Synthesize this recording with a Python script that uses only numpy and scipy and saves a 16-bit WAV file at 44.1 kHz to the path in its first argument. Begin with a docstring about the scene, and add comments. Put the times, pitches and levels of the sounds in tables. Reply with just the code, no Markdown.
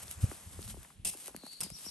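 """A young goat's hooves tap and skid on a paved garden path, heard from close above.
Each hoof gives a tock that drops in pitch; grit scrapes and snaps between foot and stone.
Two walkers go along with it: clothes and soles swish, the hand-held microphone rumbles, low thuds sound.
In the shrubs a small bird trills and chirps over a faint open-air hiss."""
import sys
import numpy as np
from scipy import signal
from scipy.fft import rfft, irfft
from scipy.io import wavfile
from scipy.ndimage import uniform_filter1d

SR = 44100
rng = np.random.default_rng(int(sys.argv[2]) if len(sys.argv) > 2 else 0)


def dump_mix(stems):
    """Bounce the given channels to the path in sys.argv[1] as a 16-bit WAV at rate SR."""
    frames = np.atleast_2d(stems).T  # one column per channel
    limited = np.clip(frames, -1, 1)  # hard clip at full scale
    pcm = np.round(limited * 32767).astype(np.int16)
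    wavfile.write(sys.argv[1], SR, pcm)


N = 83790
T = np.arange(N) / SR
HZ = np.maximum(np.arange(N // 2 + 1) * SR / N, 1)
SIDES = np.array([[.5], [-.5]])  # splits a difference between left and right


def from_db(db):
    """Decibels to gain."""
    return 10 ** (np.asarray(db) / 20)


def rms_one(x):
    """Scale to unit rms."""
    return x / np.sqrt(np.mean(x ** 2) + 1e-20)


def in_time(rows):
    """Join rows by straight lines in time, one curve per value column."""
    times, *columns = np.transpose(rows)
    return [np.interp(T, times, column) for column in columns]


def at_hz(points):
    """Read a spectrum on a log-frequency axis."""
    hz, value = np.transpose(points)
    return np.interp(np.log(HZ), np.log(hz), value)


def white():
    """Two unrelated noises."""
    return rng.standard_normal((2, N))


def waver(samples):
    """A smoothed random drift of rms 1."""
    return rms_one(uniform_filter1d(rng.standard_normal(N), size=samples))


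def grains(per_s, spread_db):
    """Two streams of random clicks of uneven size."""
    clicks = white() * (rng.random((2, N)) < per_s / SR)
    return clicks * from_db(spread_db * np.minimum(rng.exponential(1, (2, N)), 5))


def strike(start, attack, hold, release):
    """Envelope: linear attack, hold, exponential release, all in seconds."""
    age = T - start
    return np.clip(age / attack, 0, 1) * np.exp(-np.clip((age - hold) / release, 0, 50))


# How alike noise arrives at the two sides of the microphone: f/Hz, likeness/0-1
MIC_LIKENESS = [(100, 0.68), (300, 0.95), (700, 0.53), (2000, 0.55), (4000, 0.71), (6500, 0.7), (8500, 1),
                (12000, 0.99)]

def coloured(pair, colour, force=1):
    """Drive two noises with a force, give them a spectrum and blend them into left and right."""
    alike = np.clip(at_hz(MIC_LIKENESS), 0, .995)
    mid, side = rfft(rms_one(pair) * force) * rms_one(from_db(at_hz(colour)))
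    return irfft(np.sqrt((1 + alike) / 2) * mid + np.sqrt((1 - alike) / 2) * side * [[1], [-1]], N)


# Open air around the path: f/Hz, level/dB
AIR_SPECTRUM = [(25, -30), (70, 1), (160, 24.5), (400, 11), (1200, -2), (3000, 10), (5500, -1), (8000, 2.5),
                (11000, 13), (12300, -24), (13300, -42), (16000, -50)]

def open_air():
    """The garden's faint, steady hiss."""
    return from_db(-66) * coloured(white(), AIR_SPECTRUM)


def garden_echoes(x, decay_s):
    """Paving and shrubs scatter reflections, different on each side of the microphone."""
    age = T[:SR // 4]
    scatter = white() * (rng.random((2, N)) < .02)
    echoes = scatter[:, :len(age)] * np.exp(-age / decay_s) * (age > .004)
    echoes /= np.sqrt(np.sum(echoes ** 2, axis=1, keepdims=True))
    return signal.fftconvolve(np.atleast_2d(x), echoes, axes=1)[:, :N]


# Course of the trill in the shrubs: t/s, top f/Hz, level/dB
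BIRD_TRILL = [(1.33, 4500, -100), (1.355, 4644, -62), (1.39, 4520, -64), (1.435, 4386, -61.5),
              (1.47, 4607, -54), (1.525, 4700, -54), (1.555, 4450, -56.5), (1.60, 4360, -97),
              (1.62, 4400, -100)]
# Arched chirps, each at its top: t/s, f/Hz, level/dB
BIRD_CHIRPS = [(1.632, 5280, -50), (1.745, 5700, -51.5), (1.871, 5675, -46.5)]

def bird(flicks_per_s=88, flick_drop_hz=780, rise_hz=900, fall_hz=2200, half_chirp_s=.026, left_db=8.5):
    """A trill of fast downward flicks, then three whistles to the left; a wall and shrubs echo them."""
    trill_hz, trill_db = in_time(BIRD_TRILL)
    flick = np.cumsum(flicks_per_s * (1 + .3 * waver(samples=400))) / SR % 1  # 0 to 1 in each flick
    tone = np.sin(2 * np.pi * np.cumsum(trill_hz - flick_drop_hz * flick ** 2) / SR)
    song = from_db(trill_db) * np.sqrt(2 * np.sin(np.pi * flick)) * tone
    for top_s, top_hz, db in BIRD_CHIRPS:
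        before = np.clip((top_s - T) / half_chirp_s, 0, 1)
        after = np.clip((T - top_s) / half_chirp_s, 0, 1)
        flutter_hz = 60 * waver(samples=60)
        pitch = top_hz + flutter_hz - rise_hz * before ** 1.536 - fall_hz * after ** 2
        arch = np.sqrt(1 - np.maximum(before, after ** 2))
        whistle = from_db(db) * arch * np.sin(2 * np.pi * np.cumsum(pitch) / SR)
        song = song + whistle * from_db(left_db * SIDES)
    mono = song.mean(axis=0)
    wall_echo = from_db(-5) * np.interp(T - .021, T, mono)
    return song + wall_echo + from_db(2) * garden_echoes(mono, decay_s=.038)


# Handling noise, right at the microphone: t/s, level/dB
HANDLING_LEVEL = [(0, -60), (.05, -51.5), (.14, -68.5), (.2, -49.5), (.29, -48.5), (.40, -65.5), (.5, -58),
                  (.55, -51.5), (.62, -51), (.70, -47.5), (.79, -48), (.89, -79), (.97, -60.5),
                  (1.07, -50.5), (1.14, -85), (1.25, -80), (1.36, -62.5), (1.5, -99), (1.59, -96),
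                  (1.65, -67), (1.74, -59), (1.79, -81), (1.9, -61.5)]
# Its deep spectrum: f/Hz, level/dB
HANDLING_SPECTRUM = [(20, -73), (35, -18), (55, -4), (80, -8.5), (130, -15.5), (200, -15.5), (320, -30.5),
                     (800, -91)]

def handling():
    """The hand holding the microphone makes it rumble."""
    return from_db(in_time(HANDLING_LEVEL)[0]) * coloured(white(), HANDLING_SPECTRUM)


# Bright swish of the walkers, and the dull shuffle beneath it: t/s, level/dB
SWISH_LEVEL = [(0, -47.5), (.015, -53), (.033, -43), (.045, -55.5), (.09, -50.5), (.118, -46.5), (.15, -56),
               (.195, -59), (.218, -47.5), (.275, -53), (.315, -49), (.40, -54.5), (.51, -56), (.53, -50.5),
               (.565, -57), (.65, -48), (.67, -51), (.702, -43), (.75, -57.5), (.83, -58.5), (.93, -63.5),
               (1.04, -102), (1.13, -54), (1.22, -49.5), (1.275, -47), (1.32, -61), (1.42, -63),
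               (1.465, -53.5), (1.50, -59.5), (1.532, -49), (1.55, -59), (1.69, -55.5), (1.735, -56.5),
               (1.80, -49), (1.86, -46.5), (1.9, -53)]
SHUFFLE_LEVEL = [(0, -53), (.06, -60), (.16, -59.5), (.26, -53.5), (.34, -59.5), (.5, -62), (.56, -59.5),
                 (.65, -66.5), (.70, -64), (.74, -74), (.82, -60.5), (.89, -68), (1.03, -79), (1.14, -65.5),
                 (1.27, -67), (1.33, -68.5), (1.41, -66.5), (1.46, -65), (1.58, -110), (1.65, -57),
                 (1.77, -96), (1.87, -63.5)]
# Their spectra: f/Hz, level/dB
SWISH_SPECTRUM = [(1000, -10), (2000, -11), (3200, -6.5), (4500, -8.5), (7000, -6.5), (8700, -1.5),
                  (11000, 4), (12200, -11), (13200, -52), (15500, -43)]
SHUFFLE_SPECTRUM = [(25, -34), (80, -16), (200, -9), (400, -2), (800, 0), (1500, -2.5), (2500, -6.5),
                    (4000, -16), (8000, -3), (14000, -42)]

def cloth_and_soles():
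    """Clothes and soles rub close by: a grainy swish over a smooth shuffle."""
    swish = coloured(grains(per_s=15000, spread_db=2), SWISH_SPECTRUM)
    shuffle = coloured(white(), SHUFFLE_SPECTRUM)
    return from_db(in_time(SWISH_LEVEL)[0]) * swish + from_db(in_time(SHUFFLE_LEVEL)[0]) * shuffle


# Low thuds and bumps of rumble close to the microphone: peak t/s, level/dB, f/Hz, half-length/s
LOW_THUDS = [(0.101, -48.5, 72, 0.011), (.182, -39, 78.4, 0.01), (.242, -17, 99, 0.0078),
             (0.476, -42, 86, 0.012), (0.593, -39.5, 88, 0.012), (0.666, -43.5, 104, 0.013),
             (.692, -47, 114, 0.0057), (1, -42.5, 76, 0.0052), (1.628, -43, 155, 0.0049),
             (1.652, -44, 185, 0.01), (1.722, -41, 154, 0.0043), (1.755, -56, 169, 0.012)]

def low_thuds(knock_db=-11, left_lead_s=.00048):
    """Each thud or bump is a few low swings around a briefer knock about an octave higher."""
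    def swing(peak_s, hz, half_s):
        age = T - peak_s + left_lead_s * SIDES
        taper = 1 / np.cosh(np.clip(np.pi / 2 * age / half_s, -20, 20))
        return -np.cos(2 * np.pi * hz * age + np.pi / 3) * taper

    thuds = 0
    for peak_s, db, hz, half_s in LOW_THUDS:
        knock = from_db(knock_db) * swing(peak_s, hz * 1.99, half_s * .4)
        thuds += from_db(db) * (swing(peak_s, hz, half_s) + knock)
    return thuds


# Single grains snapping on the paving, and duller crunches under a sole: t/s, level/dB
GRIT_SNAPS = [(0.1126, -29), (0.619, -36), (0.649, -41), (0.6986, -37), (.708, -46), (0.831, -40),
              (1.173, -37), (1.26, -35), (1.267, -43), (1.273, -30), (1.280, -29), (1.364, -29.5),
              (1.466, -37), (1.662, -36), (1.702, -31)]
GRIT_CRUNCHES = [(0.0806, -42), (0.1114, -43.5), (.611, -45), (0.6274, -42.5), (.678, -43), (0.703, -52)]
# Their spectra: f/Hz, level/dB
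SNAP_SPECTRUM = [(300, -15), (1500, -3), (4500, -1), (8000, 1), (11300, 13), (12600, -19), (13500, -22),
                 (16000, -30)]
CRUNCH_SPECTRUM = [(1000, -7), (2500, -9), (4000, 0.5), (5500, -0.5), (8000, -10), (14000, -46)]

def cracking_grit():
    """Bits of grit break underfoot in tiny bursts of noise."""
    snaps = sum(from_db(db) * strike(start, .00015, 0, .00077) for start, db in GRIT_SNAPS)
    crunches = sum(from_db(db) * strike(start, .00034, .00063, .0009) for start, db in GRIT_CRUNCHES)
    return coloured(white(), SNAP_SPECTRUM, snaps) + coloured(white(), CRUNCH_SPECTRUM, crunches)


# Skids on the stone below the microphone: t/s, level/dB, hold/s, release/s
SKID_STROKES = [(0.107, -52, 0.016, 0.022), (0.208, -53.5, 0.035, 0.022), (1.0483, -30, 0.0052, 0.006),
                (1.058, -38.5, 0.041, 0.0069), (1.0678, -34.5, 0.008, 0.0035),
                (1.111, -47.5, 0.032, 0.0047), (1.6053, -33.5, 0.0064, 0.007), (1.632, -36, 0.0035, 0.0072),
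                (1.618, -54, 0.046, 0.012)]
# Spectra of the bright grit and the dull rub: f/Hz, level/dB
GRIT_SPECTRUM = [(100, -3.5), (850, -21), (1600, -25.5), (2200, -15), (2800, -9), (3400, -11),
                 (4200, -11.5), (5300, -10.5), (6800, -8.5), (7800, -4), (8700, -1), (9800, -2.5),
                 (10300, 1), (11000, -0.5), (12300, -13), (13700, -25), (15200, -27), (16000, -32)]
RUB_SPECTRUM = [(150, -20), (450, 0.5), (850, 2.5), (1400, -10), (2200, -0.5), (4000, -30)]
# Resonances of the scrape: f/Hz, width/Hz, level/dB relative to the plain grit
SCRAPE_RESONANCES = [(2680, 60, 7), (5130, 80, 4), (5570, 70, 2), (6500, 70, 0), (8530, 100, -1),
                     (8930, 110, 0), (9630, 85, 0), (11000, 90, -1)]

def hoof_skids(rub_db=-16.5, rub_right_db=-34, rub_lag_s=.00093):
    """A hoof slides over sand in abrupt strokes: grains ring narrow resonances, with a rub on the left."""
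    strokes = [from_db(db) * strike(start, .00021, hold, release)
               for start, db, hold, release in SKID_STROKES]
    force = np.linalg.norm(strokes, axis=0)  # overlapping strokes add in power
    left, right = coloured(white(), RUB_SPECTRUM)
    rub = np.array([left, from_db(rub_right_db) * np.interp(T - rub_lag_s, T, right)])
    grit = coloured(grains(per_s=10000, spread_db=-.5), GRIT_SPECTRUM, force)
    rings = sum(from_db(db) / (1 + 1j * (HZ ** 2 - hz ** 2) / (HZ * width))
                for hz, width, db in SCRAPE_RESONANCES)
    return irfft(rfft(grit) * (1 + rings), N) + from_db(rub_db) * force * rub


# The goat's steps, from close above: t/s, level/dB, first f/Hz, last f/Hz, length/s
HOOF_TAPS = [(0.2423, -45.5, 1060, 417, 0.0065), (0.314, -39.5, 2530, 283, 0.0083),
             (0.591, -40, 755, 196, 0.0056), (0.7426, -46.5, 1450, 274, 0.0059),
             (0.769, -50.5, 1180, 342, 0.012), (0.848, -42.5, 2200, 900, 0.00052),
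             (0.904, -53.5, 1760, 816, 0.004), (1.137, -52, 1550, 710, 0.0046),
             (1.148, -49.5, 1090, 310, 0.0094), (1.2816, -43, 1720, 335, 0.0056),
             (1.295, -48, 1200, 450, 0.0018), (1.307, -56.5, 980, 240, 0.01),
             (1.3461, -41, 1650, 207, 0.0084), (1.37, -51, 406, 156, 0.01),
             (1.4352, -45, 1180, 230.5, 0.013), (1.465, -46.5, 1730, 505, 0.0038),
             (1.6153, -46, 1630, 716, 0.0015), (1.621, -40, 1900, 464, 0.0016),
             (1.663, -49.5, 1320, 257, 0.01), (1.7016, -45.5, 1890, 400, 0.0031),
             (1.864, -45, 1510, 181, 0.0087)]
# Crack of hoof on stone: f/Hz, level/dB
CRACK_SPECTRUM = [(200, -10), (1000, 25.5), (2200, 14), (4000, -25), (12000, -57), (14000, -31)]

def hoof_taps(usual_first_hz=1610):
    """Each hoof strikes the paving with a small crack and a short tock that drops in pitch."""
    contact_noise = coloured(white(), CRACK_SPECTRUM)
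    taps = 0
    for start, db, first_hz, last_hz, length in HOOF_TAPS:
        age = np.maximum(T - start, 0)
        hardness = first_hz / usual_first_hz  # taps that start lower are softer
        fall_s = .00142 / min(hardness, 1) ** .55
        cycles = last_hz * age + (first_hz - last_hz) * fall_s * (1 - np.exp(-age / fall_s))
        tock = np.sin(2 * np.pi * cycles) * strike(start, .00037 / hardness, length * .71, length * .41)
        crack = from_db(-10) * hardness ** .86 * contact_noise * strike(start, .00037, 0, .0038)
        taps += from_db(db) * (tock + crack)
    return taps


def scene():
    """Close feet with faint reflections, thuds and rustle, the bird and the open air of the garden."""
    feet = hoof_taps() + hoof_skids() + cracking_grit()
    background = open_air() + from_db(-12.5) * garden_echoes(feet, decay_s=.02)
    close_noises = low_thuds() + cloth_and_soles() + handling()
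    return background + bird() + close_noises + feet


# Balance of the microphone's two ports: f/Hz, left minus right level/dB
PORT_BALANCE = [(100, .1), (250, .8), (500, 2.5), (900, 3), (2000, 2), (3300, 3.5), (6000, 3), (7200, 4.5),
                (8400, .4), (12000, 0)]
# Phase between them: f/Hz, left lead/rad
PORT_PHASE = [(0, 0), (1500, .1), (2200, .4), (3200, 1), (5000, .4), (6200, .6), (7400, 1.2), (8400, .1),
              (9400, -1.6), (10250, -3.1), (11200, -4.9), (12000, -6.2), (12800, -7), (13600, -9.4),
              (15000, -12.5)]

def record(dry, low_cut_hz=33, stopband_hz=16900):
    """Hand-held stereo microphone: its ports differ in level and phase; deep bass and top are cut."""
    lead = np.interp(HZ, *np.transpose(PORT_PHASE))
    ports = from_db(SIDES * at_hz(PORT_BALANCE)) * np.exp(1j * SIDES * lead)
    low_cut = 1 / np.sqrt(1 + (low_cut_hz / HZ) ** 8)
    high_cut = signal.cheby2(12, 70, stopband_hz, fs=SR, output="sos")
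    return signal.sosfilt(high_cut, irfft(rfft(dry) * ports * low_cut, N))


dry = scene()
out = record(dry)
dump_mix(out)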